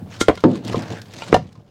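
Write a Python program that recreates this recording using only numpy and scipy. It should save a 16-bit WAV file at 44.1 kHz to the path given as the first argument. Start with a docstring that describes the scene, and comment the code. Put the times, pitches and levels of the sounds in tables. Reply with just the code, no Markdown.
"""Split firewood pulled from a pickup load under an open shed roof: pieces knock and rebound on each other.
Each knock is a damped low thud, a noise crack, a noise clunk and ringing modes.
Blows reaching the truck bed excite panel modes and a wash; dragging is grains of friction, plus snaps.
A short shed tail, a low rumble and an outdoor floor lie behind.
The hardest knocks overload the nearly mono microphone."""
import sys
import numpy as np
from scipy import signal
from scipy.fft import rfft, irfft, next_fast_len
from scipy.io import wavfile
from scipy.ndimage import uniform_filter1d, map_coordinates

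SR = 44100
rng = np.random.default_rng(int(sys.argv[2]) if len(sys.argv) > 2 else 0)


def file_out(sig):
    """Save sig as 16-bit WAV at sys.argv[1]."""
    # one column per channel
    cols = np.atleast_2d(sig).T
    # limit, then scale
    lim = np.clip(cols, -1, 1)
    pcm = np.round(lim * 32767).astype(np.int16)
    wavfile.write(sys.argv[1], SR, pcm)


N = 74970
T = np.arange(N) / SR

# knocks: t/s, thud/dB, settled thud f/Hz, crack/dB, crack roll-off f/Hz, clunk/dB,
# heavy log/dB, lighter piece, lighter piece/dB
KNOCKS = [(0.2125, -4.5, 294, -21.5, 15000, -51, -55, "thin", -14.5),
          (0.2831, 8, 474, -24, 13100, -7.5, -13, "thin", -20),
          (0.2862, -14.5, 480, -31, 8000, -8.5, -19.5, "thin", -23.5),
          (0.2950, -1.5, 496, -35.5, 7900, -12, -20.5, "thin", -38),
          (0.3001, -5.5, 316, -48, 4000, -33, -47, "thin", -38),
          (.3105, -25, 600, -44, 4000, -24, -29, "thin", -42),
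          (0.3749, -33, 400, -34, 5930, -35, -57, "thin", -33),
          (0.4383, -3.5, 371, -19.5, 2820, -8.5, -21, "thin", -35.5),
          (0.744, -9.5, 417, -53.5, 4000, -35, -35.5, "stout", -23.5),
          (1.2208, -28, 511, -31.5, 5130, -59, -48, "short", -28.5),
          (1.3276, 4, 339.4, -28.5, 7130, -5.5, -37.5, "short", -32.5),
          (1.3424, 1, 508, -17.5, 8500, -16, -4, "thin", -26),
          (1.3634, -10, 400, -34, 9200, -20.5, -28, "thin", -54),
          (1.554, -64.5, 395, -50, 4990, -62, -63, "stout", -47)]
# ringing of a thin, a short and a stout piece and a heavy log: f/Hz, level/dB, t60/s
THIN_MODES = [(1390, -2, 0.091), (2132, 0.5, 0.041), (3210, -4, 0.035), (3995, -11.5, 0.044)]
SHORT_MODES = [(900, 0, .12), (1389, -1, .07), (2400, 1, .035), (2860, 3, .035)]
STOUT_MODES = [(1043, 3.5, 0.057), (1240, -6, 0.073), (3950, -20, .05)]
HEAVY_MODES = [(499, -2.5, .075), (595, -13.5, 0.064), (670, -8, 0.079), (736, 1, 0.082), (800, -8.5, .065),
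               (954, -5.5, 0.057), (1150, -9.5, 0.023), (1787, -13, 0.05), (2380, -24, 0.046),
               (2760, -14, 0.044), (2984, -12.5, 0.03), (3668, -14, 0.027)]
# crack and clunk spectra: f/Hz, level/dB
CRACK_SPECTRUM = [(300, -11), (1000, 7), (2000, -5.5), (3800, 6), (5500, 1), (7500, -5.5), (10500, -9.5),
                  (15500, -20.5)]
CLUNK_SPECTRUM = [(100, -8.5), (300, 8.5), (650, -6.5), (1050, 4.5), (1400, -3.5), (2200, -10.5),
                  (3200, -31), (8000, -56)]
# blows that reach the truck bed: t/s, level/dB, brightness/(dB per octave)
BOOMS = [(0.012, -28, -18.5), (0.285, -23, -13.5), (0.4379, -10, 1), (0.445, -6, 1), (0.525, -21, -10),
         (.648, -27, -8.5), (0.758, -22, -9), (1.327, -15.5, -12), (1.365, -22, -18), (1.573, -41, -22)]
# truck bed panels: f/Hz, level/dB, t60/s
BED_MODES = [(113.45, -20, 0.4), (156.9, -9, 0.18), (193.3, -6.5, 0.31), (223.2, -0.5, 0.23),
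             (252.3, -2, 0.2), (279, -2.5, 0.13), (327, 6, 0.07), (367, -4, 0.23), (434, -8.5, 0.17),
             (508, -2.5, 0.083), (692, -28.5, 0.32), (904, -8, 0.13)]
# crowded weaker bed modes: f/Hz, level/dB
BED_WASH_SPECTRUM = [(40, -50), (80, -10), (120, 5.5), (300, 6), (550, -5.5), (1000, -21), (2000, -41.5),
                     (9000, -78.5)]
# bark sliding on bark: t/s, level/dB
SLIDE_LEVEL = [(.07, -61.5), (.14, -39), (.2, -48), (.26, -49), (.43, -48.5), (.53, -45), (.555, -38),
               (.62, -58.5), (.66, -39.5), (.77, -36), (.85, -44.5), (.93, -40.5), (1.05, -57.5),
               (1.11, -49), (1.19, -38.5), (1.3, -40.5), (1.42, -53.5), (1.6, -66.5)]
# bark friction spectrum: f/Hz, level/dB
BARK_SPECTRUM = [(200, 4), (600, 11.5), (1400, 6.5), (2300, 6.5), (4000, 5.5), (7000, -3), (10000, -15.5),
                 (15500, -26.5)]
# sliding log singing at one resonance: t/s, level/dB
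RASP_LEVEL = [(.62, -64), (1.0, -42.5), (1.1, -95)]
# log dragged on the bed: t/s, level/dB
DRAG_LEVEL = [(0, -41), (.42, -60.5), (.63, -44), (.69, -29.5), (.78, -24), (.86, -34.5), (.93, -29),
              (1.02, -47), (1.1, -43.5), (1.26, -39), (1.31, -32.5), (1.5, -53)]
# judder spectrum of the drag: f/Hz, level/dB
JUDDER_SPECTRUM = [(30, -40.5), (75, -14), (108, 9.5), (150, 2), (240, -1), (480, -4.5), (700, -8),
                   (12000, -66)]
# glancing scuff spectrum: f/Hz, level/dB
SCUFF_SPECTRUM = [(300, -3.5), (1400, 1), (2600, -11.5), (3400, -0.5), (5000, -5), (7200, -2),
                  (10000, -14.5), (15500, -32)]
# splinters snapping: t/s, level/dB
SNAPS = [(0.354, -36.5), (0.405, -40), (0.649, -33), (0.679, -30.5), (0.822, -36), (1.017, -35),
         (1.137, -34), (1.527, -49)]
# splinter spectrum: f/Hz, level/dB
SPLINTER_SPECTRUM = [(1000, -3.5), (5000, 2.5), (9500, -10), (15500, -21)]
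# shed decay: f/Hz, t60/s
SHED_DECAY = [(100, 0.18), (500, 0.13), (6000, 0.2), (14000, 0.11)]
# low rumble: t/s, level/dB
RUMBLE_LEVEL = [(0, -40), (.6, -47.5), (1.05, -40), (1.45, -55), (1.7, -56.5)]
# rumble spectrum: f/Hz, level/dB
RUMBLE_SPECTRUM = [(25, -27.5), (70, -27), (105, 7.5), (140, -11), (195, -4.5), (600, -47)]
# outdoor floor spectrum: f/Hz, level/dB
AIR_SPECTRUM = [(150, 23), (400, -25), (1500, -33.5), (5000, -16.5), (15000, -45.5)]
# stereo width: f/Hz, side over mid/dB
WIDTH = [(2000, -56), (4500, -36.5), (7000, -18), (15000, 3)]

THUD_RISE_S, THUD_T60_S = 0.0024, 0.011
THUD_LEAD, THUD_SETTLE_S = 1.8, 0.00072  # extra pitch at onset, as a fraction of the settled f
PUSH_DB, PUSH_HZ, PUSH_T60_S = -18.5, 72, 0.06
CRACK_T60_S, CLUNK_T60_S, CLUNK_RISE_S = 0.047, 0.04, 0.0001
MODE_SCATTER_DB = 1.2
WASH_DB, WASH_T60_S, BED_RISE_S, TILT_PIVOT_HZ = -7, 0.43, 0.0014, 200
GRAINS_PER_S, GRAIN_SPREAD_DB = 5500, 3
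BARK_CATCH_DB, BED_CATCH_DB, CATCH_PER_S = 2.3, 0.7, 170
PATCH_DB, PATCH_BINS, PATCH_FRAMES = 2.5, 5, 8
RASP_HZ, RASP_WIDTH_HZ = 1620, 380
SCUFF_PEAK_S, SCUFF_DB, SCUFF_RISE_S, SCUFF_FALL_S = 0.2107, -17.5, 0.0042, 0.011
SNAP_T60_S = 0.028
SHED_DB, SHED_DELAY_S = -15.5, 0.0067
AIR_DB = -65
SPREAD_S = 0.001
CLIP_TOP, CLIP_HARDNESS, TOP_HZ = 0.95, 7, 16200


def amp(db):
    """Decibels to gain."""
    return 10 ** (np.asarray(db) / 20)


def unit(x):
    """Scale to rms 1."""
    return x / np.sqrt(np.mean(x ** 2) + 1e-20)


def along(points, hz):
    """(f/Hz, value) points read on a log-frequency axis."""
    f, v = np.transpose(points)
    return np.interp(np.log(hz + 1), np.log(f + 1), v)


def level(points):
    """Gain per sample from (t/s, level/dB) points."""
    return amp(np.interp(T, *np.transpose(points)))


def filtered(x, response):
    """Multiply the spectrum of x by a response of frequency."""
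    m = next_fast_len(N + SR // 4)
    return irfft(rfft(x, m) * response(np.fft.rfftfreq(m, 1 / SR)), m)[..., :N]


def coloured(x, spectrum):
    """Filter x by a spectrum, at rms 1."""
    return unit(filtered(x, lambda hz: amp(along(spectrum, hz))))


def noise(spectrum):
    """Fresh noise filtered by a spectrum, at rms 1."""
    return coloured(rng.standard_normal(N), spectrum)


def fade(t60_s):
    """Exponential decay from 1."""
    return np.exp(-np.log(1000) * T / t60_s)


def ring(modes):
    """Damped modes of alternating sign, levels scattered at every blow."""
    out = np.zeros(N)
    for k, (hz, db, t60_s) in enumerate(modes):
        gain = (-1) ** k * amp(db + MODE_SCATTER_DB * rng.standard_normal())
        out += gain * fade(t60_s) * np.sin(2 * np.pi * hz * T)
    return out


def add(track, s, sound):
    """Mix a sound into the track at time s."""
    start = max(0, round(s * SR))
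    track[start:] += sound[:N - start]


def thud(hz):
    """Heavily damped cycles of a log pressed on the pile, over a low push; high bending waves arrive first."""
    lead_s = THUD_LEAD * THUD_SETTLE_S * (1 - np.exp(-T / THUD_SETTLE_S))
    cycles = np.sin(2 * np.pi * hz * (T + lead_s))
    swell = (1 - np.exp(-(T / THUD_RISE_S) ** 2)) * fade(THUD_T60_S)
    push = amp(PUSH_DB) * fade(PUSH_T60_S) * np.sin(2 * np.pi * PUSH_HZ * T)
    return swell / swell.max() * cycles + push


def knocks():
    """Wood on wood: thud, crack (duller on soft bark), dense clunk and the ring of both pieces."""
    out = np.zeros(N)
    pieces = {"thin": THIN_MODES, "short": SHORT_MODES, "stout": STOUT_MODES}
    for s, thud_db, thud_hz, crack_db, rolloff_hz, clunk_db, heavy_db, piece, piece_db in KNOCKS:
        crack = filtered(noise(CRACK_SPECTRUM), lambda hz: 1 / np.hypot(1, (hz / rolloff_hz) ** 2))
        crack = crack * fade(CRACK_T60_S)
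        clunk = noise(CLUNK_SPECTRUM) * fade(CLUNK_T60_S) * (1 - np.exp(-T / CLUNK_RISE_S))
        ringing = amp(heavy_db) * ring(HEAVY_MODES) + amp(piece_db) * ring(pieces[piece])
        impact = amp(thud_db) * thud(thud_hz) + amp(crack_db) * crack + amp(clunk_db) * clunk
        add(out, s, impact + ringing)
    return out


def truck_bed():
    """Panel modes and a wash boom under the logs; blows cushioned by the pile are duller."""
    out = np.zeros(N)
    for s, db, tilt_db in BOOMS:
        def slope(hz):
            return tilt_db * np.log2(hz / TILT_PIVOT_HZ)

        panels = ring([(hz, mode_db + slope(hz), t60_s) for hz, mode_db, t60_s in BED_MODES])
        wash = noise([(hz, band_db + slope(hz)) for hz, band_db in BED_WASH_SPECTRUM])
        boom = panels + amp(WASH_DB) * wash * fade(WASH_T60_S)
        add(out, s, amp(db) * (1 - np.exp(-T / BED_RISE_S)) * boom)
    return out


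def friction(spectrum, catch_db):
    """Tiny slips, stronger where fibres catch; colour shifts as the point of contact moves."""
    struck = rng.random(N) < GRAINS_PER_S / SR
    slips = struck * rng.standard_normal(N) * amp(GRAIN_SPREAD_DB * rng.standard_normal(N))
    catching = map_coordinates(rng.standard_normal(N // 50), [T * CATCH_PER_S], mode="wrap")
    z = signal.stft(slips * amp(catch_db * catching), nperseg=256)[2]
    patches = uniform_filter1d(rng.standard_normal(z.shape), PATCH_BINS, axis=0)
    patches = uniform_filter1d(patches, PATCH_FRAMES, axis=1)
    shifting = signal.istft(z * amp(PATCH_DB * unit(patches)), nperseg=256)[1][:N]
    return coloured(shifting, spectrum)


def bark_slide():
    """Bark rubs on bark by many small slips."""
    return level(SLIDE_LEVEL) * friction(BARK_SPECTRUM, BARK_CATCH_DB)


def rasp():
    """Bark friction drives one resonance of the sliding log."""
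    def resonance(hz):
        return 1 / (1 + (2 * (hz - RASP_HZ) / RASP_WIDTH_HZ) ** 2)

    return level(RASP_LEVEL) * unit(filtered(friction(BARK_SPECTRUM, BARK_CATCH_DB), resonance))


def bed_drag():
    """A dragged log judders on the bed: low-pitched friction."""
    return level(DRAG_LEVEL) * friction(JUDDER_SPECTRUM, BED_CATCH_DB)


def scuff():
    """One piece glances along another: noise swelling up to the first knock, then falling."""
    decay = np.maximum((SCUFF_PEAK_S - T) / SCUFF_RISE_S, (T - SCUFF_PEAK_S) / SCUFF_FALL_S)
    return amp(SCUFF_DB) * np.exp(-decay) * noise(SCUFF_SPECTRUM)


def snaps():
    """Splinters break with short decaying noise bursts."""
    out = np.zeros(N)
    for s, db in SNAPS:
        add(out, s, amp(db) * noise(SPLINTER_SPECTRUM) * fade(SNAP_T60_S))
    return out


def shed(x):
    """Short answer of roof and concrete floor: x convolved with noise decaying per frequency."""
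    hz, t, z = signal.stft(rng.standard_normal(SR // 2), SR, nperseg=256)
    decay = np.exp(-np.log(1000) * t / along(SHED_DECAY, hz)[:, None])
    tail = signal.istft(z * decay, SR, nperseg=256)[1]
    out = np.zeros(N)
    add(out, SHED_DELAY_S, signal.fftconvolve(x, tail / np.linalg.norm(tail)))
    return out


def background():
    """Low rumble of varying level over a steady outdoor noise floor."""
    return level(RUMBLE_LEVEL) * noise(RUMBLE_SPECTRUM) + amp(AIR_DB) * noise(AIR_SPECTRUM)


def scene():
    """Wood, shed and background; channels differ in phase, chiefly in the top octave."""
    wood = knocks() + truck_bed() + bark_slide() + rasp() + bed_drag() + scuff() + snaps()
    mid = wood + amp(SHED_DB) * shed(wood) + background()
    # the factor 1j puts the side in quadrature: equal magnitude in both channels
    side = filtered(mid, lambda hz: 1j * amp(along(WIDTH, hz)) * np.sin(2 * np.pi * hz * SPREAD_S))
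    return np.array([mid + side, mid - side])


def record(dry):
    """The microphone flattens the highest peaks and keeps nothing above its band limit."""
    clipped = dry / (1 + np.abs(dry / CLIP_TOP) ** CLIP_HARDNESS) ** (1 / CLIP_HARDNESS)
    return filtered(clipped, lambda hz: hz < TOP_HZ)


dry = scene()
out = record(dry)
file_out(out)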